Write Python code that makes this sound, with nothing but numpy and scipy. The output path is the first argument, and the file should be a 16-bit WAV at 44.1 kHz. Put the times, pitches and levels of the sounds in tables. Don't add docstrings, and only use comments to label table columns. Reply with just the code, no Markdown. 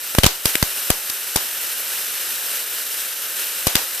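import sys
import numpy as np
from scipy import signal
from scipy.fft import rfft, irfft
from scipy.io import wavfile

SR = 44100
rng = np.random.default_rng(int(sys.argv[2]) if len(sys.argv) > 2 else 0)


def dump_mix(stems):
    frames = np.atleast_2d(stems).T
    limited = np.clip(frames, -1, 1)
    pcm = np.round(limited * 32767).astype(np.int16)
    wavfile.write(sys.argv[1], SR, pcm)


N = 176400

HISS_BOOST_DB, FLUTTER_DB, FLUTTER_HZ, SWAY_DB, SWAY_HZ = 3.5, 0.69, 45, 0.66, 6.6
SPARKS_PER_S, SPARK_DB, SPARK_SPREAD_DB, SPARK_LOW_HZ = 1500, -9, 2.5, 1500
# (time [s], relative level [dB])
BURN_STRENGTH = [(0, -28.5), (.06, -28), (.11, -27), (.21, -25.5), (.32, -27.5), (.445, -29), (.47, -21.5),
                 (.59, -26), (.72, -24.5), (.81, -23), (.97, -26.5), (1.07, -25.5), (1.15, -26),
                 (1.33, -26), (1.42, -24.5), (1.64, -24.5), (1.98, -24), (2.17, -25), (2.52, -24),
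                 (2.68, -24.5), (2.92, -24.5), (3.08, -24.5), (3.17, -27), (3.23, -24), (3.34, -27.5),
                 (3.4, -22.5), (3.47, -25), (3.62, -25), (3.87, -25), (3.93, -25), (4, -24)]
# (frequency [Hz], relative level [dB])
HISS_TONE = [(40, -28), (130, -23.5), (260, -15.5), (350, -11), (540, -6), (730, -11), (880, -8.5),
             (1080, -10.5), (1350, -2.5), (1720, -1.5), (2150, -6), (2400, -3), (2570, -3.5), (2850, -0.5),
             (3450, -6), (3950, -2.5), (4450, -5.5), (5500, -3), (7000, -5.5), (8100, -1.5), (9600, -3),
             (11000, -0.5), (12400, -0.1), (13500, 3), (14200, 2)]
# (frequency [Hz], sides minus middle [dB])
HISS_WIDTH = [(100, -15), (450, -18.5), (1700, -19.5), (2100, -31), (2700, -42), (3500, -36), (3950, -27),
              (4500, -31), (5100, -12), (6800, -4.5), (8200, -6.5), (14000, -5.5)]
# (frequency [Hz], left minus right [dB])
HISS_BALANCE = [(100, 3), (500, 2.5), (1000, 3), (2100, 0), (3500, 8), (4800, -2.8), (6200, 3.5),
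                (9000, -1), (11500, -1), (14000, -2)]
def burning_fuse():
    jet = rng.standard_normal((2, N)) + from_db(SPARK_DB) * sparks()
    wide_spectrum = stereo(rfft(jet), per_frequency(HISS_WIDTH))
    hiss = irfft(wide_spectrum * panned(per_frequency(HISS_BALANCE)), N)
    burn_db = np.interp(np.arange(N) / SR, *np.transpose(BURN_STRENGTH))
    waver_db = FLUTTER_DB * drift(FLUTTER_HZ) + SWAY_DB * drift(SWAY_HZ)
    return with_tone(hiss, HISS_TONE) * from_db(HISS_BOOST_DB + burn_db + waver_db)


def sparks():
    born = rng.random((2, N)) < SPARKS_PER_S / SR
    size = from_db(SPARK_SPREAD_DB * np.minimum(rng.exponential(1, (2, N)), 5))
    sign = rng.choice([-1, 1], (2, N))
    return unit_level(keep_band(born * size * sign, SPARK_LOW_HZ, "high"))


# (frequency [Hz], relative level [dB])
CRACK_TONE = [(200, 2.5), (600, -3.5), (1100, -2.5), (1900, -2), (3700, -0.5), (6500, -0.5), (9000, 3.5),
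              (14000, 8.5)]
# (time [s], crack level [dB], hold [ms], brightness [Hz], colour peak [Hz],
# shock level [dB], puff level [dB], scatter level [dB], crack's lean to the left [dB])
POWDER_GRAINS = [(0.1496, -10.5, 0.64, 4500, 1190, -15.5, -36, -43, 0),
                 (0.1844, -2.5, 3.1, 2590, 500, 2.5, 7, -28, -0.5),
                 (0.234, -1, 1.3, 2520, 3600, -13, -21, -29, 9),
                 (0.2411, -1, 3, 1490, 2860, -12, 2, -15.5, 3),
                 (0.2628, -1.5, 3.9, 5240, 4170, -8, 3.5, -23, 1),
                 (.4552, -6, 3.3, 10700, 4530, -16, -8, -24, 0.5),
                 (0.5538, -4.5, 1.1, 3940, 2700, -17, -24, -35, 1.5),
                 (0.6265, -4, 1.54, 4000, 960, -7, -2, -26, -0.5),
                 (0.9023, 0.5, 1.9, 8150, 1110, -1.5, -4.5, -22.5, 8),
                 (1.098, -17.5, 4.3, 12000, 5000, -36, -34, -50, 2),
                 (1.3589, -8.5, 4.7, 8950, 1100, -11.5, -11.5, -21.5, 3),
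                 (3.6690, -8, 4.4, 9400, 585, -9, -7.5, -21, 4.5),
                 (3.7536, -1.5, 2.36, 4220, 3630, -13, -10, -18, 4)]
def bursting_grains():
    cracks, puffs, scatter_power = np.zeros((2, N)), np.zeros((2, N)), np.zeros(N)
    gas = with_tone(stereo(rng.standard_normal((2, N)), side_db=-2.34), CRACK_TONE)
    for start, crack_db, hold_ms, top_hz, colour_hz, shock_db, puff_db, scatter_db, pan in POWDER_GRAINS:
        age = np.maximum(np.arange(N) / SR - start, 0)
        snap = from_db(crack_db) * crack(age, gas, hold_ms, top_hz, colour_hz)
        cracks += panned(pan) * (snap + from_db(shock_db) * shock(age))
        puffs += from_db(puff_db) * panned(2 + 1.6 * pan) * puff(age)
        scatter_power += from_db(scatter_db) ** 2 * echo_power(age)
    direct = keep_band(cracks, hz=220, kind="high") + keep_band(puffs, hz=60, kind="high")
    return direct + garden_scatter(scatter_power)


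def crack(age, gas, hold_ms, top_hz, colour_hz, rise_s=0.000091, fade_s=0.0019, colour_db=2):
    past_hold = np.maximum(age - hold_ms / 1000, 0)
    loudness = np.minimum(age / rise_s, 1) * np.exp(-np.minimum(past_hold / fade_s, 20))
    softened = keep_band(gas, top_hz, "low")
    band = signal.lfilter(*signal.iirpeak(colour_hz, Q=4.6, fs=SR), softened)
    return loudness * unit_level(softened + from_db(colour_db) * band)


def shock(age, length_s=0.0015):
    return -panned(0.5) * np.sin(2 * np.pi * np.minimum(age / length_s, 1))


def puff(age, delay_s=0.00057, rise_s=0.00084, right_lag_s=0.00045):
    progress = np.clip((np.array([age, age - right_lag_s]) - delay_s) / rise_s, 0, 30)
    return progress * np.exp(1 - progress)


def echo_power(age, echo_s=0.0118, echo_fade_s=0.0021, echo_db=8, tail_rise_s=0.017, tail_fade_s=0.044):
    echo_fade = np.exp(-np.minimum(abs(age - echo_s) / echo_fade_s, 20))
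    echo = from_db(echo_db) * (age > echo_s) * echo_fade
    tail = np.minimum(age / tail_rise_s, 1) * np.exp(-age / tail_fade_s)
    return echo ** 2 + tail ** 2


# (frequency [Hz], relative level [dB])
GARDEN_TONE = [(60, -16), (200, -14), (500, -2.5), (1050, -2.5), (1600, -6.5), (3500, -3.5), (6500, -5),
               (14000, -19.5)]
def garden_scatter(power):
    wash = with_tone(stereo(rng.standard_normal((2, N)), side_db=-2), GARDEN_TONE)
    return panned(1) * np.sqrt(power) * wash


def from_db(db):
    return 10 ** (np.asarray(db) / 20)


def unit_level(x):
    return x / np.sqrt(np.mean(x ** 2) + 1e-20)


def panned(db):
    return from_db(np.array([[.5], [-.5]]) * db)


def per_frequency(table):
    hz, value = np.transpose(table)
    return np.interp(np.log(np.arange(N // 2 + 1) * SR / N + 1), np.log(hz), value)


def with_tone(x, tone):
    return unit_level(irfft(rfft(x) * from_db(per_frequency(tone)), N))


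def keep_band(x, hz, kind, order=1):
    return signal.sosfilt(signal.butter(order, hz, kind, fs=SR, output="sos"), x + 1e-18)


def drift(hz):
    return unit_level(keep_band(rng.standard_normal(N + SR), hz, "low", order=2)[SR:])


def stereo(pair, side_db):
    side = from_db(side_db)
    return (pair[0] + side * pair[1] * np.array([[1], [-1]])) / np.sqrt(1 + side ** 2)


def scene():
    return burning_fuse() + bursting_grains()


OVERLOAD_LEVEL, HARDNESS, SETTLE_HZ, TREBLE_LIMIT_HZ = 0.9, 4, 4.6, 14200
def record(dry):
    squashed = dry / (1 + abs(dry / OVERLOAD_LEVEL) ** HARDNESS) ** (1 / HARDNESS)
    settled = keep_band(squashed, SETTLE_HZ, "high")
    return signal.sosfilt(signal.ellip(12, .2, 70, TREBLE_LIMIT_HZ, fs=SR, output="sos"), settled)


dry = scene()
out = record(dry)
dump_mix(out)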